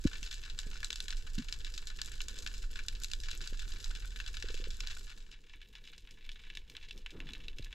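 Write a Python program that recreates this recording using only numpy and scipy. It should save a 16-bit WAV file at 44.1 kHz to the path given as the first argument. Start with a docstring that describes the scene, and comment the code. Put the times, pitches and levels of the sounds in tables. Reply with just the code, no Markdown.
"""Snapping shrimp crackle on the legs of a sunken steel frame, heard from inside a diver's camera case.
Each snap is a collapsing bubble whose sound bounces off the steel and makes the case ring.
Water rumbles round the case, bumps it and now and then swishes past.
After five seconds the sound narrows from two ports (left and right sound openings)
to mostly one duller middle channel, and the background crackle thins."""
import sys
import numpy as np
from scipy import signal
from scipy.fft import rfft, irfft
from scipy.io import wavfile
from scipy.ndimage import uniform_filter1d

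SR = 44100
rng = np.random.default_rng(int(sys.argv[2]) if len(sys.argv) > 2 else 0)


def log_audio(samples):
    """Write samples as a 16-bit WAV file to the path given in sys.argv[1]."""
    # one column per channel
    frames = np.atleast_2d(samples).T
    # limit to full scale, then quantise
    limited = np.clip(frames, -1, 1)
    pcm = np.round(limited * 32767).astype(np.int16)
    wavfile.write(sys.argv[1], SR, pcm)


N = 341331
TIME_S, FREQS_HZ = np.arange(N) / SR, np.fft.rfftfreq(2 * N, 1 / SR)


def gain(db):
    """Turns decibels into a number to multiply by."""
    return 10 ** (np.asarray(db) / 20)


def unit_level(x):
    """Scales a signal to an average (rms) level of 1."""
    return x / np.sqrt(np.mean(x ** 2) + 1e-20)


def over_frequency(table):
    """Joins a table's rows into one curve per column, across all frequencies."""
    hz, *columns = np.transpose(table)
    return [np.interp(np.log(FREQS_HZ + 1), np.log(hz + 1), column) for column in columns]


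def over_time(table):
    """Joins rows of (time_s, value) into a curve as long as the scene."""
    return np.interp(TIME_S, *np.transpose(table))


def add(mix, start_s, sound):
    """Mixes a sound in at start_s."""
    part = mix[..., max(round(start_s * SR), 0):][..., :sound.shape[-1]]
    part += sound[..., :part.shape[-1]]


def filtered(x, response):
    """Multiplies each frequency in a sound by its response."""
    return irfft(rfft(x, 2 * N) * response)[..., :N]


def stereo_noise(size, likeness):
    """White noise for left and right: likeness 0 is unrelated, 1 is identical."""
    left, other = rng.standard_normal((2, size))
    return np.array([left, likeness * left + np.sqrt(1 - likeness ** 2) * other])


def wander(size, smooth_samples):
    """A random curve that drifts around zero, typically by about 1."""
    return unit_level(uniform_filter1d(rng.standard_normal(size), smooth_samples))


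def bubble_snap(pitch_hz, tail_db, rise_s, fall_s, echo_s, sharpness=0.52, size=5000):
    """One bubble collapses: a short crack, then a tail of echoes off the steel and the surface."""
    t, hz = np.arange(size) / SR, np.fft.rfftfreq(size, 1 / SR) + 1
    band = 1 / (1 + 1j * sharpness * (hz / pitch_hz - pitch_hz / hz)) ** 2  # broad, around pitch_hz
    delay_s = 1.1e-5 * rng.standard_normal()  # snaps come from all sides, so one port hears them first
    band = band * np.exp(1j * np.pi * hz * delay_s * np.array([[1], [-1]]))
    crack = stereo_noise(size, likeness=0.92) * (1 - np.exp(-t / rise_s)) ** 2 * np.exp(-t / fall_s)
    tail = stereo_noise(size, likeness=0.78) * (1 - np.exp(-t / fall_s)) * np.exp(-t / echo_s)
    tail *= gain(4.2 * wander(size, 130))  # echoes come in clumps
    crack, tail = (unit_level(irfft(rfft(part) * band, size)) for part in (crack, tail))
    return (crack + gain(tail_db) * tail) / np.sqrt(size)


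def far_shrimp(snaps_per_s=250, spread_db=9, crackle_db=-6, hiss_db=-11.5, bands=32):
    """Many small snaps, low and high, blurred by distance; the farthest merge into hiss."""
    crackle = np.zeros((2, N))
    for pitch_hz in np.geomspace(1800, 10500, bands):
        strength = gain(spread_db * np.minimum(rng.exponential(1, N), 2.3))
        clicks = strength * (rng.random(N) < snaps_per_s / bands / SR)
        blur = rng.uniform(1.0, 2.27)
        snap = bubble_snap(pitch_hz, tail_db=-5, rise_s=0.00081 * blur, fall_s=0.0012 * blur, echo_s=0.026)
        crackle += signal.oaconvolve(clicks[None], snap, axes=1)[:, :N]  # a snap at every click
    hiss = unit_level(stereo_noise(N, likeness=0.7))
    level_db = -46.5 + 0.8 * wander(N, 12000)  # slow chance swells
    return gain(level_db) * (gain(crackle_db) * unit_level(crackle) + gain(hiss_db) * hiss)


# The notes at which the case rings: pitch_hz, boost_db
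CASE_NOTES = [(1090, 6), (1510, 5), (1720, 8), (2296, 7.5), (2680, 9), (2957, 6.5), (3463, 6.5),
              (3928, 6.5), (4600, 2.5), (5200, 4.5), (6500, 2.5)]


def case_ring(tone_table, pitch_over_width=16.84):
    """The case as a filter: a broad tone curve plus a narrow peak for each ringing note."""
    ring_db = sum(boost_db / (1 + (2 * pitch_over_width * (FREQS_HZ / pitch_hz - 1)) ** 2)
                  for pitch_hz, boost_db in CASE_NOTES)
    log_gain = np.log(gain(over_frequency(tone_table)[0] + ring_db))
    mirrored = np.concatenate([log_gain, log_gain[-2:0:-1]])
    # minimum phase: the ringing comes after a click, never before it
    return np.exp(np.conj(signal.hilbert(mirrored)))[:len(log_gain)]


# How the case passes sound to the two ports: frequency_hz, gain_db
PORT_TONE = [(300, -40), (650, -10), (900, -4), (1230, -6.5), (1450, 1), (2050, -5.5), (3000, -5.5),
             (4200, -1.5), (5800, -5), (7800, -1), (8500, -17.5), (11600, -11), (13000, -18), (15300, -49)]
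# How the two ports differ: frequency_hz, left_minus_right_db, left_lead_radians
PORT_BALANCE = [(700, 1, -0.6), (1100, 0, -1.5), (1300, -3.5, 0.0), (1750, 3, -0.3), (2050, 3, -2.0),
                (2900, 7, -1.0), (3400, 6, -0.4), (3850, 8, 0.3), (4300, -6, -0.8), (4700, 0, -0.5),
                (5300, -3, -0.2), (7500, -1.5, 0.0), (9000, 2.5, 0.2)]


def through_ports(sound):
    """Sound rings the case and reaches each port with its own strength and timing."""
    balance_db, lead = over_frequency(PORT_BALANCE)
    left = gain(balance_db / 2) * np.exp(0.5j * lead)
    sides = np.array([left, 1 / left])
    sides /= np.sqrt(np.mean(abs(sides) ** 2, axis=0))  # keeps the total power unchanged
    return filtered(sound, sides * case_ring(PORT_TONE))


# How strongly water flows round the case: time_s, level_db
FLOW_STRENGTH = [(0, -41), (2, -40.5), (3.3, -38), (4.8, -37.5), (5.35, -52), (6.8, -47.5), (7.4, -42)]
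# The tone of the deep rumble: frequency_hz, level_db
RUMBLE_TONE = [(8, -11.5), (20, 1.5), (35, -9), (100, -29.5), (200, -57), (600, -86)]
# The tone of the higher slosh: frequency_hz, level_db
SLOSH_TONE = [(50, -10.5), (140, 0.5), (300, -7), (480, -5), (640, -29), (1800, -35)]


def water_flow(full_slosh_db=-65.5, slosh_growth=0.42, churn_db=3):
    """Swirls press on the case: a deep rumble, and a churning slosh that grows less with the flow."""
    rumble = filtered(stereo_noise(N, likeness=0.98), gain(over_frequency(RUMBLE_TONE)[0]))
    slosh = filtered(stereo_noise(N, likeness=0.82), gain(over_frequency(SLOSH_TONE)[0]))
    flow_db = over_time(FLOW_STRENGTH)
    slosh_db = full_slosh_db + slosh_growth * (flow_db - flow_db.max()) + churn_db * wander(N, 1500)
    return gain(flow_db) * unit_level(rumble) + gain(slosh_db) * unit_level(slosh)


# Bumps and gurgles on the case: start_s, level_db, pitch_hz, swell_s, muffled_above_hz
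BUMPS = [(0.053, -14, 260.4, 0.0022, 368), (0.0526, -39, 524, 0.0042, 579),
         (0.055, -21.5, 60.6, 0.0072, 306), (0.223, -48.5, 197, 0.0028, 400),
         (0.6662, -36, 146, 0.0017, 740), (1.379, -31, 192, 0.0036, 380), (1.39, -32.5, 242, 0.007, 420),
         (1.412, -45, 150, 0.006, 350), (3.526, -35, 334, 0.00054, 586), (4.442, -37.5, 426, 0.0022, 584),
         (4.5, -43, 448, 0.0035, 560), (4.543, -39, 440, 0.0017, 593), (4.599, -43.5, 380, 0.0021, 590),
         (4.617, -54, 500, 0.0084, 590), (4.671, -42, 463, 0.0021, 566), (7.5959, -35, 140, 0.00071, 650),
         (7.6, -38, 69.6, 0.0045, 398)]


def case_bumps(roughness=0.27, scrape_hz=450, size=4000):
    """Soft, slightly rough bumps: the water stills the case within a few shakes and dulls the sound."""
    out, t, hz = np.zeros((2, N)), np.arange(size) / SR, np.fft.rfftfreq(size, 1 / SR)
    padding_s = t[size // 2]
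    age_s = np.maximum(t - padding_s, 0)
    for start_s, level_db, pitch_hz, swell_s, muffled_above_hz in BUMPS:
        envelope = (age_s / swell_s * np.exp(1 - age_s / swell_s)) ** 2
        bump = envelope * np.cos(2 * np.pi * pitch_hz * (age_s - swell_s))
        noise = stereo_noise(size, likeness=0.28)
        scrape = unit_level(irfft(rfft(noise) / (1 + (hz / scrape_hz) ** 10), size))
        rough_bump = bump * (1 + roughness * scrape)
        muffled = irfft(rfft(rough_bump) / (1 + (hz / muffled_above_hz) ** 20), size)
        add(out, start_s - padding_s, gain(level_db) * muffled)
    return out


# The main snaps of nearby shrimp: start_s, level_db, pitch_hz
MAIN_SNAPS = [(0.072, -15.5, 4140), (0.131, -20.5, 2490), (0.2288, -15.5, 3830), (0.262, -21, 3760),
              (0.312, -16.5, 3400), (0.327, -18.5, 3500), (0.341, -18, 4840), (0.589, -10, 4950),
              (0.83, -15, 1920), (0.845, -9, 5900), (0.904, -10, 3700), (0.9285, -12.5, 3240),
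              (0.9576, -13, 4400), (1.0033, -10, 4530), (1.0817, -14, 3480), (1.105, -13.5, 3900),
              (1.125, -19, 2480), (1.3845, -17, 4070), (1.4846, -19, 2780), (1.525, -9.5, 4040),
              (1.6465, -16.5, 3300), (1.7388, -19.5, 4600), (1.778, -13.5, 4330), (1.871, -17, 5960),
              (1.987, -21.5, 2040), (2.016, -8.5, 4140), (2.0587, -17.5, 7400), (2.2046, -14, 2660),
              (2.216, -14, 5670), (2.2833, -14, 4600), (2.3872, -16, 6030), (2.4637, -13, 2350),
              (2.4735, -14.5, 3500), (2.7563, -24.5, 2100), (2.79, -17, 2260), (2.884, -9, 3900),
              (3.0351, -9, 7400), (3.0444, -9.5, 4580), (3.1148, -15, 4750), (3.1345, -10.5, 3600),
              (3.235, -19.5, 3900), (3.285, -17.5, 2740), (3.3128, -14, 3940), (3.33, -22.5, 2760),
              (3.414, -19.5, 3890), (3.4737, -15, 4600), (3.593, -19.5, 4030), (3.8425, -16, 5360),
              (4.201, -14.5, 2750), (4.2622, -19.5, 2720), (4.341, -23, 2675), (4.369, -17, 2970),
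              (4.4247, -14, 3060), (4.4855, -19, 2500), (4.542, -19, 4060), (4.64, -20, 2560),
              (4.8047, -12, 3650), (4.8715, -14.5, 3360), (4.9042, -22.5, 3120), (5.0952, -29, 3350),
              (5.3135, -24.5, 3800), (5.339, -31.5, 2330), (5.495, -28, 2700), (5.535, -24.5, 2160),
              (5.615, -23.5, 3000), (5.7525, -17, 3550), (5.839, -24.5, 4200), (5.874, -19, 3420),
              (5.932, -25, 2820), (5.9792, -16, 5807), (6.109, -16.5, 6320), (6.2084, -31, 3000),
              (6.2912, -13.5, 3060), (6.3165, -16, 4570), (6.357, -25, 2429), (6.436, -25.5, 2640),
              (6.4675, -29, 2500), (6.5003, -17, 2500), (6.5512, -14, 5000), (6.5717, -9, 3830),
              (6.6983, -15, 6502), (6.75, -22, 2350), (6.7668, -11, 3800), (6.827, -22, 3500),
              (6.8848, -22, 3920), (6.909, -13, 3732), (6.9765, -16, 6700), (7.0617, -11.5, 2480),
              (7.105, -18, 5160), (7.2025, -13, 2300), (7.269, -23.5, 2900), (7.289, -15.5, 2430),
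              (7.3343, -10.5, 4570), (7.35, -19, 2750), (7.403, -26.5, 3370), (7.4384, -26, 3600),
              (7.4822, -11.5, 3050), (7.585, -12.5, 4540), (7.624, -19.5, 4040), (7.6458, -11.5, 6660),
              (7.727, -17, 2680)]


def near_shrimp(snaps, tail_db=-11.5, rise_s=0.00018, fall_s=0.0017, echo_s=0.019, edge_hz=15000):
    """Single snaps: close ones crack with a bright edge; weaker ones are farther off and echo more."""
    out = np.zeros((2, N))
    for start_s, level_db, pitch_hz in snaps:
        distance_db = np.clip(-10 - level_db, 0, 12)  # -10 dB or louder counts as closest
        blur = gain(0.29 * distance_db)
        snap = bubble_snap(pitch_hz, tail_db + 1.153 * distance_db,
                           rise_s * blur ** 2, fall_s * blur, echo_s, sharpness=0.63)
        edge = bubble_snap(edge_hz, tail_db, rise_s / 2, fall_s / 2, echo_s, size=1000)
        add(out, start_s, gain(level_db) * snap)
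        add(out, start_s, gain(level_db - 9.5 - 0.7 * distance_db) * edge)
    return out


def stray_shrimp(count=70, level_db=-23, spread_db=5.5, pitch_hz=3470):
    """Weaker snaps scattered through the scene, each with a random level and pitch."""
    shift, loudness, octaves = rng.uniform(-0.91, 1, (count, 3)).T
    start_s = (np.arange(count) + 0.5 + shift / 2) / count * N / SR
    return near_shrimp(zip(start_s, level_db + spread_db * loudness, pitch_hz * 2 ** octaves))


def tiny_shrimp(count=60, quietest_db=-28, range_db=12):
    """Tiny shrimp close by: thin, dry ticks with hardly any echo."""
    out = np.zeros((2, N))
    for when, loudness in rng.random((count, 2)):
        tick = bubble_snap(pitch_hz=11000, tail_db=-9, rise_s=0.0001, fall_s=0.00031, echo_s=0.011,
                           sharpness=0.63, size=1500)
        add(out, when * N / SR, gain(quietest_db + range_db * loudness) * tick)
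    return out


# Rushes of water along the case: start_s, level_db, fade_s
WATER_SURGES = [(2.359, -58.5, 0.12), (6.935, -59, 0.044), (7.118, -52, 0.22)]


def water_surges(start_hz=400.3, end_hz=141, sink_s=0.05, rise_s=0.029, width_hz=300, top_hz=580,
                 fizz_db=-14, fizz_hz=1050, fizz_width_hz=900):
    """Swishes whose pitch sinks as the swirls grow and slow down, with a soft fizz above."""
    out = np.zeros(N)
    pitch_hz = end_hz + (start_hz - end_hz) * np.exp(-TIME_S / sink_s)
    sinking_tone = np.cos(2 * np.pi * np.cumsum(pitch_hz) / SR)
    for start_s, level_db, fade_s in WATER_SURGES:
        swirls = filtered(rng.standard_normal(N), np.exp(-(FREQS_HZ / width_hz) ** 2))
        swish = filtered(swirls * sinking_tone, 1 / (1 + (FREQS_HZ / top_hz) ** 20))
        fizz = filtered(rng.standard_normal(N), np.exp(-((FREQS_HZ - fizz_hz) / fizz_width_hz) ** 2))
        envelope = np.minimum(TIME_S / rise_s, 1) * np.exp(-np.maximum(TIME_S - rise_s, 0) / fade_s)
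        surge = unit_level(swish) + gain(fizz_db) * unit_level(fizz)
        add(out, start_s, gain(level_db) * envelope * surge)
    return out


# How the case passes sound to the duller middle channel: frequency_hz, gain_db
MIDDLE_TONE = [(300, -65), (650, -14.5), (900, -9), (1250, -17.5), (1700, -9), (2600, -9.5), (3900, -9),
               (4600, -17.5), (7200, -19.5), (8800, -22.5), (9700, -24.5), (10900, -32), (12400, -18),
               (15300, -40)]
# How much of the sound is the middle channel: time_s, share_0_to_1
MIDDLE_SHARE = [(5.02, 0), (5.35, 0.6), (5.6, 0.91)]


def narrow_to_middle(ports, shrimp, water):
    """The two ports mostly give way to one duller channel, the same in both ears."""
    middle = filtered(shrimp[0], case_ring(MIDDLE_TONE)) + water[0]
    share = over_time(MIDDLE_SHARE)
    return (1 - share) * ports + share * middle


# The dip in the background crackle: time_s, gain_db
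CRACKLE_DIP = [(5.05, -2), (5.35, -9.5), (5.42, -10.5), (5.85, -5.5)]


def dip(crackle):
    """The crackle drops as the sound narrows, then comes part of the way back."""
    return gain(over_time(CRACKLE_DIP)) * crackle


def scene():
    """Snaps ring through the case, the water joins them, and the whole sound narrows."""
    shrimp = near_shrimp(MAIN_SNAPS) + dip(stray_shrimp() + far_shrimp() + tiny_shrimp())
    flow = water_flow() * gain([[-1], [1]])  # a little louder on the right
    water = flow + case_bumps() + water_surges()
    ports = through_ports(shrimp) + water
    return narrow_to_middle(ports, shrimp, water)


def record(dry):
    """Cuts away the very highest treble, above 15800 Hz."""
    low_pass = signal.firwin(511, 15800, window=("kaiser", 9), fs=SR)
    return signal.oaconvolve(dry, low_pass[None], "same")


dry = scene()
out = record(dry)
log_audio(out)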